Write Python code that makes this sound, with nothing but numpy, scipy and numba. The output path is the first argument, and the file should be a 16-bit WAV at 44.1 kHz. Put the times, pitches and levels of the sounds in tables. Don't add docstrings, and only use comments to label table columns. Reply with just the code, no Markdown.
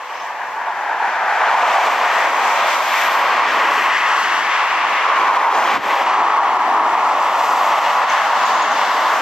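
import sys
import numpy as np
from scipy import signal
from scipy.fft import rfft, irfft, next_fast_len
from scipy.io import wavfile
from scipy.ndimage import uniform_filter1d
from numba import njit

SR = 44100
rng = np.random.default_rng(int(sys.argv[2]) if len(sys.argv) > 2 else 0)


def transcribe(signal):
    frames = np.atleast_2d(signal).T
    limited = np.clip(frames, -1, 1)
    pcm = np.round(limited * 32767).astype(np.int16)
    wavfile.write(sys.argv[1], SR, pcm)


N = 406161

# t abreast/s, lane distance/m, speed toward right port/(m/s), relative strength/dB,
# extra hiss weight/dB, roar f/Hz, sizzle peak level/dB, engine peak over roar/dB
CAR_PASSES = [(1.95, 5.9, 12, 2, -5.5, 870, -48, -21.5), (3.101, 4.9, 10, 1, -9, 960, -39, -26),
              (3.75, 4, 11.5, 2.5, -8.5, 1106, -45, -15), (5.901, 2.53, 11.5, 3, -4, 973, -42, -10.5),
              (7.7, 8.8, -11.5, 2, 2, 978, -45.5, -23), (9.05, 7.6, -18, 1, -2, 1000, -48.5, -18.5)]
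# direction as a sine (-1 right, 1 left), relative strength/dB
FAR_STREAMS = [(-0.12, -23), (-1.07, -24), (0.94, -25.5), (-0.89, -20.5)]
WHEELBASE_M = 1.3


def sources(t):
    for abreast_s, lane_m, speed, db, hiss_db, *_ in CAR_PASSES:
        for axle in (-.5, .5):
            along_m = speed * (abreast_s - t) + axle * WHEELBASE_M
            r = np.hypot(along_m, lane_m)
            yield along_m / r, undb(db) / r, undb(db + hiss_db) / r
    for side, db in FAR_STREAMS:
        yield side + 0 * t, undb(db), undb(db)


def traffic(t, fine, order, port_lag_s, shade_db, airy):
    rush, power = np.zeros((2, N)), 0
    for k, (side, gain, hiss_gain) in enumerate(sources(t)):
        start = 1. * (3 * k + order) * (N // 60)
        lag = side * port_lag_s * SR / 2
        gain = hiss_gain if airy else gain
        shade = undb(side * shade_db / 2)
        left = shade * read(fine, start, -lag)
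        right = read(fine, start, lag) / shade
        rush += gain * np.array([left, right])
        power = power + gain ** 2
    return rush / np.sqrt(power)


FAR_ROAR_HZ, FAR_SIZZLE_DB, FAR_ENGINE_DB = 940, -61, -24
SIZZLE_FALL, SIZZLE_LEAD_S, ENGINE_FALL, ENGINE_LEAD_S = 1.6, .08, 0.93, 0.16


def passing(t):
    weight = np.sum(undb(np.array(FAR_STREAMS)[:, 1]) ** 2)
    pitch = weight * FAR_ROAR_HZ
    sizzle, engine = undb(FAR_SIZZLE_DB) ** 2, undb(FAR_ENGINE_DB) ** 2
    for abreast_s, lane_m, speed, db, _, roar_hz, sizzle_db, engine_db in CAR_PASSES:
        r = np.hypot(speed * (abreast_s - t), lane_m)
        share = (undb(db) / r) ** 2
        doppler = 1 + speed ** 2 * (abreast_s - t) / r / 343
        weight = weight + share
        pitch = pitch + share * roar_hz * doppler

        def near(lead_s, fall):
            return (1 + (speed * (abreast_s - lead_s - t) / lane_m) ** 2) ** -fall

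        sizzle = sizzle + undb(sizzle_db) ** 2 * near(SIZZLE_LEAD_S, SIZZLE_FALL)
        engine = engine + undb(engine_db) ** 2 * near(ENGINE_LEAD_S, ENGINE_FALL)
    return pitch / weight, np.sqrt(sizzle), np.sqrt(engine)


# t/s, roar level/dB, tread ring over roar/dB, hiss over roar/dB
ROAD_LEVELS = [(0, -29.5, -3.5, -18), (.25, -27.5, -5.5, -15), (.5, -25, -8.5, -19.5), (.7, -23, -10, -23),
               (.9, -22, -9.5, -23), (1.1, -17.5, -10.5, -24.5), (1.22, -18, -8.5, -23),
               (1.35, -17.5, -7, -21), (1.46, -14.5, -5.5, -23), (1.6, -12, -8.5, -22.5),
               (1.85, -12, -3, -15.5), (1.97, -17, -3, -20.5), (2.1, -16, -5, -19.5),
               (2.2, -15.5, -4.5, -15.5), (2.33, -16.5, -8, -16.5), (2.5, -13, -5.5, -13.5),
               (2.6, -17.5, -2.5, -13), (2.7, -15, -1, -9.5), (2.8, -17.5, -3.5, -9),
               (2.92, -18, -0.5, -10.5), (3.05, -17.5, -1, -12), (3.15, -18, -2.5, -16),
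               (3.25, -17.5, -3, -18.5), (3.45, -15, -3, -23), (3.56, -16.5, -2.5, -21),
               (3.7, -17, -1.5, -17), (3.9, -19, -1, -18.5), (4.1, -18, -1.5, -14), (4.3, -17.5, 1, -15),
               (4.48, -19.5, 0, -17), (4.65, -19.5, 0, -19), (4.83, -18.5, -3.5, -20),
               (5.0, -17.5, -4, -21), (5.15, -15, -5, -21), (5.35, -12, -6, -18.5), (5.48, -17, -7, -19.5),
               (5.6, -14, -6.5, -18), (5.73, -15.5, -2.5, -18.5), (5.95, -15, -7.5, -25),
               (6.08, -13.5, -8, -24), (6.2, -13.5, -12, -26.5), (6.45, -14, -13, -26),
               (6.7, -12.5, -19.5, -27), (7.0, -13, -14.5, -23), (7.3, -14, -9, -18.5),
               (7.55, -15.5, -8.5, -18.5), (7.75, -14, -6.5, -18), (7.9, -15.5, -4.5, -21),
               (8.0, -15.5, -7, -23.5), (8.17, -13, -3.5, -19.5), (8.3, -16, -6.5, -20),
               (8.5, -16, -6.5, -15.5), (8.68, -16, -8.5, -17.5), (8.85, -16.5, -4, -15.5),
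               (9.03, -16, -7.5, -16.5), (9.21, -15.5, -5, -14.5)]
# t/s, f/Hz
SIZZLE_CENTRE = [(0, 12300), (2.2, 12300), (2.45, 13600), (2.75, 12200), (8.0, 12300), (8.5, 13900),
                 (9.21, 12600)]
ROAR_WIDTH_HZ, TREAD_HZ, TREAD_WIDTH_HZ, SIZZLE_WIDTH_HZ = 633, 1968, 2000, 5800
HISS_HZ, HISS_WIDTH_HZ, RUMBLE_HZ, RUMBLE_WIDTH_HZ = 5370, 10300, 308, 590
SIZZLE_PER_HISS = 0.35
LOW_LAG_S, MID_LAG_S, HIGH_LAG_S = 3.2e-5, 4.5e-5, 5.5e-5
LOW_SHADE_DB, MID_SHADE_DB, HIGH_SHADE_DB = -1, -1, -0.8


def road(t):
    roar_db, tread_over, hiss_over = curves(t, ROAD_LEVELS)
    roar_hz, sizzle_gain, engine_gain = passing(t)
    tread_db, hiss_db = roar_db + tread_over, roar_db + hiss_over
    size = next_fast_len(2 * N)
    fine = signal.resample(rng.standard_normal(size), 4 * size)
    horn = traffic(t, fine, order=1, port_lag_s=LOW_LAG_S, shade_db=LOW_SHADE_DB, airy=False)
    blocks = traffic(t, fine, order=2, port_lag_s=MID_LAG_S, shade_db=MID_SHADE_DB, airy=False)
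    air = traffic(t, fine, order=3, port_lag_s=HIGH_LAG_S, shade_db=HIGH_SHADE_DB, airy=True)
    patchy = walk(8)

    roar_gain = undb(roar_db + 0.36 * patchy + 0.7 * walk(30))
    roar = roar_gain * unit(band(horn, roar_hz, ROAR_WIDTH_HZ))

    tread_gain = undb(tread_db + 0.49 * patchy + 0.5 * walk(16))
    tread = tread_gain * unit(band(blocks, TREAD_HZ, TREAD_WIDTH_HZ))

    hiss_gain = undb(hiss_db + 0.46 * patchy + 0.99 * walk(18))
    hiss = hiss_gain * unit(band(air, HISS_HZ, HISS_WIDTH_HZ))

    sizzle_hz, = curves(t, SIZZLE_CENTRE)
    sizzle_db = SIZZLE_PER_HISS * (hiss_over - hiss_over.mean()) + .6 * patchy + .9 * walk(18)
    sizzle = sizzle_gain * undb(sizzle_db) * unit(band(blocks, sizzle_hz, SIZZLE_WIDTH_HZ))
    sizzle = sizzle * undb([[0.7], [-0.7]])

    rumble_gain = engine_gain * undb(roar_db + 1.25 * walk(7))
    rumble = rumble_gain * unit(band(air, RUMBLE_HZ, RUMBLE_WIDTH_HZ))
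    return glide(roar + tread + hiss + rumble + scatter(t, roar_db) + sizzle, t)


SCATTER_HZ, SCATTER_WIDTH_HZ, SCATTER_OVER_ROAR_DB = 2000, 2000, -20.5
TRAM_ABREAST_S, TRAM_SPAN_S, TRAM_ECHO_DB = 6.7, .8, 4


def scatter(t, roar_db):
    tram_db = TRAM_ECHO_DB * np.exp(-((t - TRAM_ABREAST_S) / TRAM_SPAN_S) ** 2)
    diffuse = band(rng.standard_normal((2, N)), SCATTER_HZ, SCATTER_WIDTH_HZ)
    return undb(roar_db + SCATTER_OVER_ROAR_DB + tram_db) * unit(diffuse)


# t/s (negative: from the end), length/s, start f/Hz, end f/Hz,
# width/Hz, centre gain/dB
GLIDE_BANDS = [(0.25, 1.83, 910, 720, 170, 3.5), (0.5, 1.1, 520, 580, 201, -3),
               (0, 1.56, 1460, 1000, 330, -9), (0.18, 1.46, 1730, 1580, 380, 5.5),
               (2.04, 0.34, 1750, 2000, 230, 4), (2.5, 1.3, 516, 360, 170, -2.5),
               (4.5, 1.05, 2070, 2200, 260, 3), (3.5, 1.03, 2230, 2450, 290, -14.5),
               (4.5, 0.72, 2650, 2870, 200, 4), (5, 0.72, 1260, 690, 210, 6),
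               (5.5, 2.7, 1400, 1630, 400, -6.5), (6, 1.17, 568, 524, 146, -10),
               (7, 2.28, 2290, 2530, 360, -5), (8.3, 0.96, 3700, 3700, 1000, 3),
               (2.5, 0.56, 580, 620, 130, 4), (3, 0.66, 510, 500, 170, 3.5), (3.5, 0.7, 2300, 2600, 590, 4),
               (2.5, .5, 1700, 2000, 170, -3), (5.5, 0.24, 1450, 1500, 220, 2),
               (6.5, 0.47, 2700, 2300, 410, -2), (2.5, 0.59, 3700, 3620, 450, 3),
               (1, .4, 3100, 2800, 500, -3.5), (-0.4, 0.34, 2500, 2400, 350, -3),
               (8, .65, 2100, 1950, 280, -1), (6.0, .5, 1250, 1160, 250, 3.5),
               (5.0, 0.66, 440, 420, 130, 3.5), (0.2, .8, 3300, 2800, 500, -1.5),
               (3, .62, 3600, 4800, 2500, 1), (3.5, 1.1, 3600, 3800, 1000, -2),
               (8.2, 1.1, 4700, 4500, 1400, 3), (3.7, 0.42, 2000, 1980, 230, 4),
               (1.2, .25, 850, 830, 250, 1.5), (1.8, 0.46, 750, 690, 140, -1),
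               (4, 1.03, 560, 570, 130, -3.5), (8, 1.2, 220, 230, 75, 5), (6.0, .9, 320, 300, 120, 2.5),
               (5.0, 2.1, 170, 180, 70, -5.5), (1.1, 0.7, 320, 350, 90, -4), (7.5, 0.87, 370, 360, 90, -5),
               (6, .6, 2200, 2500, 400, -2), (0.5, 0.25, 15000, 19000, 3300, 3.5),
               (3.5, .25, 14000, 14000, 5000, -2.5), (3.5, .75, 14000, 13000, 5000, -3),
               (5.38, .42, 13000, 14000, 5000, 3.5), (7, .18, 12800, 12800, 5000, -3),
               (8.1, 0.68, 13000, 16000, 5000, 3.5), (3.5, 0.44, 580, 690, 300, 3),
               (8, 0.92, 380, 340, 320, -2)]


def glide(x, t):
    out = x.copy()
    for s, length_s, start_hz, end_hz, width_hz, db in GLIDE_BANDS:
        a, b = int(s * SR), min(int((s + length_s) * SR), N)
        u = np.linspace(0, 1, b - a)
        depth = (undb(db) - 1) * np.minimum(2 * np.sin(np.pi * u), 1)
        centre_hz = start_hz + (end_hz - start_hz) * u
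        for port in range(2):
            out[port, a:b] += depth * svf(x[port, a:b].copy(), centre_hz, 1. * width_hz)
    return out


# t/s, half-length to 1/e /s, slow push level/dB, turbulence level/dB
SLIPSTREAM_PUFFS = [(3.18, 0.057, -28, -37), (5.752, 0.02, -32, -22.5), (5.789, 0.017, -1.5, -10.5),
                    (5.862, 0.02, -12, -26), (6.042, 0.019, -9.5, -35), (6.578, 0.0074, -9.5, -43),
                    (7.797, 0.0083, -7, -40), (8.056, 0.02, -10.5, -39)]
# t/s, level/dB
BREEZE_LEVEL = [(0, -45), (.6, -47), (1.2, -57), (2.3, -53), (2.6, -46), (2.8, -50), (3.4, -57), (4.2, -51),
                (5.2, -59), (6.498, -51), (7.1, -44), (7.55, -42.5), (7.75, -43), (8.0, -38), (8.3, -41),
                (8.5, -37), (8.7, -44), (9.21, -44)]


def slipstream(t):
    push = 0
    gust = undb(curves(t, BREEZE_LEVEL)[0] + 3.0 * walk(9))
    for s, length_s, push_db, gust_db in SLIPSTREAM_PUFFS:
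        shape = np.exp(-((t - s) / length_s) ** 2)
        push = push + undb(push_db) * shape
        gust = gust + undb(gust_db) * shape
    own = rng.standard_normal((2, N)) * np.array([[2.2], [1.5]])
    eddies = own + rng.standard_normal(N)
    return push + gust * unit(band(eddies, 60, 210))


# t/s, centre f/Hz, level before the envelope/dB
GRIT_TICKS = [(0.27, 8000, -30), (4.607, 3600, -10)]


def grit(t):
    out = np.zeros(N)
    for s, hz, db in GRIT_TICKS:
        out += undb(db) * np.exp(-((t - s) / 0.0003) ** 2) * np.sin(2 * np.pi * hz * (t - s))
    return out


# t/s, length/s, start f/Hz, end f/Hz, level before roughening/dB
BIRD_CHIRPS = [(0.14, .025, 4900, 5800, -45), (0.155, .025, 5300, 5000, -48), (0.162, .02, 6050, 6150, -49),
               (0.18, 0.045, 5150, 5600, -47), (0.207, .03, 6200, 6050, -49), (8.085, .03, 5900, 6700, -37),
               (8.374, .05, 6500, 6900, -43), (8.447, 0.03, 6500, 7000, -37), (8.535, .04, 7000, 6200, -40),
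               (8.605, 0.04, 6600, 6800, -38), (8.705, .03, 6500, 6300, -39)]
TREE_ECHO_T60_S, TREE_ECHO_DB = .5, 1


def bird(t):
    whistle, husk = np.zeros(N), 1 + 1.2 * walk(1200)
    for s, length_s, start_hz, end_hz, db in BIRD_CHIRPS:
        u = np.clip((t - s) / length_s, 0, 1)
        phase = 2 * np.pi * length_s * (start_hz * u + (end_hz - start_hz) * u ** 2 / 2)
        whistle += undb(db) * np.sin(np.pi * u) * np.sin(phase)
    late = t[:SR // 3]
    echo = rng.standard_normal((2, len(late))) * undb(-60 * late / TREE_ECHO_T60_S)
    echo *= undb(TREE_ECHO_DB) / np.sqrt(np.sum(echo ** 2, axis=1, keepdims=True))
    rough = whistle * husk
    return rough + signal.fftconvolve(rough[None], echo, axes=1)[:, :N]


# t/s, f/Hz, level/dB
MOTOR_HUM = [(0, 506, -45), (.68, 507, -46.5), (.78, 508, -58), (1.0, 505, -86)]


def motor_hum(t):
    hum_hz, hum_db = curves(t, MOTOR_HUM)
    return undb(hum_db + .6 * walk(25)) * np.sin(2 * np.pi * np.cumsum(hum_hz) / SR)


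def undb(db):
    return 10 ** (np.asarray(db) / 20)


def unit(x):
    return x / np.sqrt(np.mean(x ** 2))


def curves(t, table):
    s, *columns = np.transpose(table)
    return [np.interp(t, s, c) for c in columns]


@njit
def svf(x, hz, width):
    y, b, l, g, k = np.empty(len(x)), 0., 0., 0., 0.
    for i in range(len(x)):
        if i % 16 == 0:
            g, k = np.tan(np.pi * hz[i] / SR), width / hz[i]
        v = (b + g * (x[i] - l)) / (1 + g * (g + k))
        b, l, y[i] = 2 * v - b, l + 2 * g * v, k * v
    return y


def band(x, hz, width):
    hz = hz * np.ones(N)
    return np.array([svf(svf(c, hz, 1. * width), hz, 1. * width) for c in x])


@njit
def read(fine, start, lag):
    y = np.empty(len(lag))
    for i in range(len(lag)):
        p = 4 * (start + i - lag[i])
        j = int(p)
        y[i] = fine[j] + (p - j) * (fine[j + 1] - fine[j])
    return y


@njit
def follow(x, attack, release):
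    y, e = np.empty(len(x)), 0.
    for i in range(len(x)):
        e += (x[i] - e) * (attack if x[i] > e else release)
        y[i] = e
    return y


def walk(rate_hz):
    k = int(SR / rate_hz)
    held = np.repeat(rng.standard_normal(N // k + 1), k)
    return 1.91 * uniform_filter1d(uniform_filter1d(held, k), k)[:N]


def scene():
    t = np.arange(N) / SR
    return road(t) + slipstream(t) + grit(t) + bird(t) + motor_hum(t)


# f/Hz, level/dB
MIC_RESPONSE = [(25, -47.5), (60, -26), (150, -17.5), (300, -3.5), (600, 0.5), (3200, -4), (3900, -6.5),
                (6000, -3.5), (8000, -6), (9300, -15.5), (9800, -36.5), (10050, -61), (10400, -19),
                (11200, -5), (12500, -2), (15000, -6.5)]
# f/Hz, width/Hz, share added
PORT_CAVITIES = [(1740, 680, 0.68), (1160, 180, 0.41)]
DUCK_THRESHOLD_DB, DUCK_ATTACK_S, DUCK_RELEASE_S = -8.5, 0.0011, 0.04
CEILING, LOW_CUT_HZ, TOP_HZ = 2, 45, 15170


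def record(dry):
    loudest = np.abs(dry).max(axis=0)
    envelope = follow(loudest, 1 / (DUCK_ATTACK_S * SR), 1 / (DUCK_RELEASE_S * SR))
    held = dry / np.maximum(envelope / undb(DUCK_THRESHOLD_DB), 1)
    held = np.array([c + share * svf(c, hz * np.ones(N), 1. * width)
                     for c, (hz, width, share) in zip(held, PORT_CAVITIES)])
    size = next_fast_len(N + SR)
    mic_hz, mic_db = np.transpose(MIC_RESPONSE)
    bin_hz = np.arange(size // 2 + 1) * SR / size
    colour = undb(np.interp(np.log(bin_hz + 1), np.log(mic_hz), mic_db))
    coloured = irfft(rfft(held, size) * colour, size)[:, :N]
    out = CEILING * np.tanh(coloured / CEILING)
    out = signal.sosfilt(signal.butter(2, LOW_CUT_HZ, "high", fs=SR, output="sos"), out)
    return signal.sosfilt(signal.ellip(12, .2, 80, TOP_HZ, fs=SR, output="sos"), out)


dry = scene()
out = record(dry)
transcribe(out)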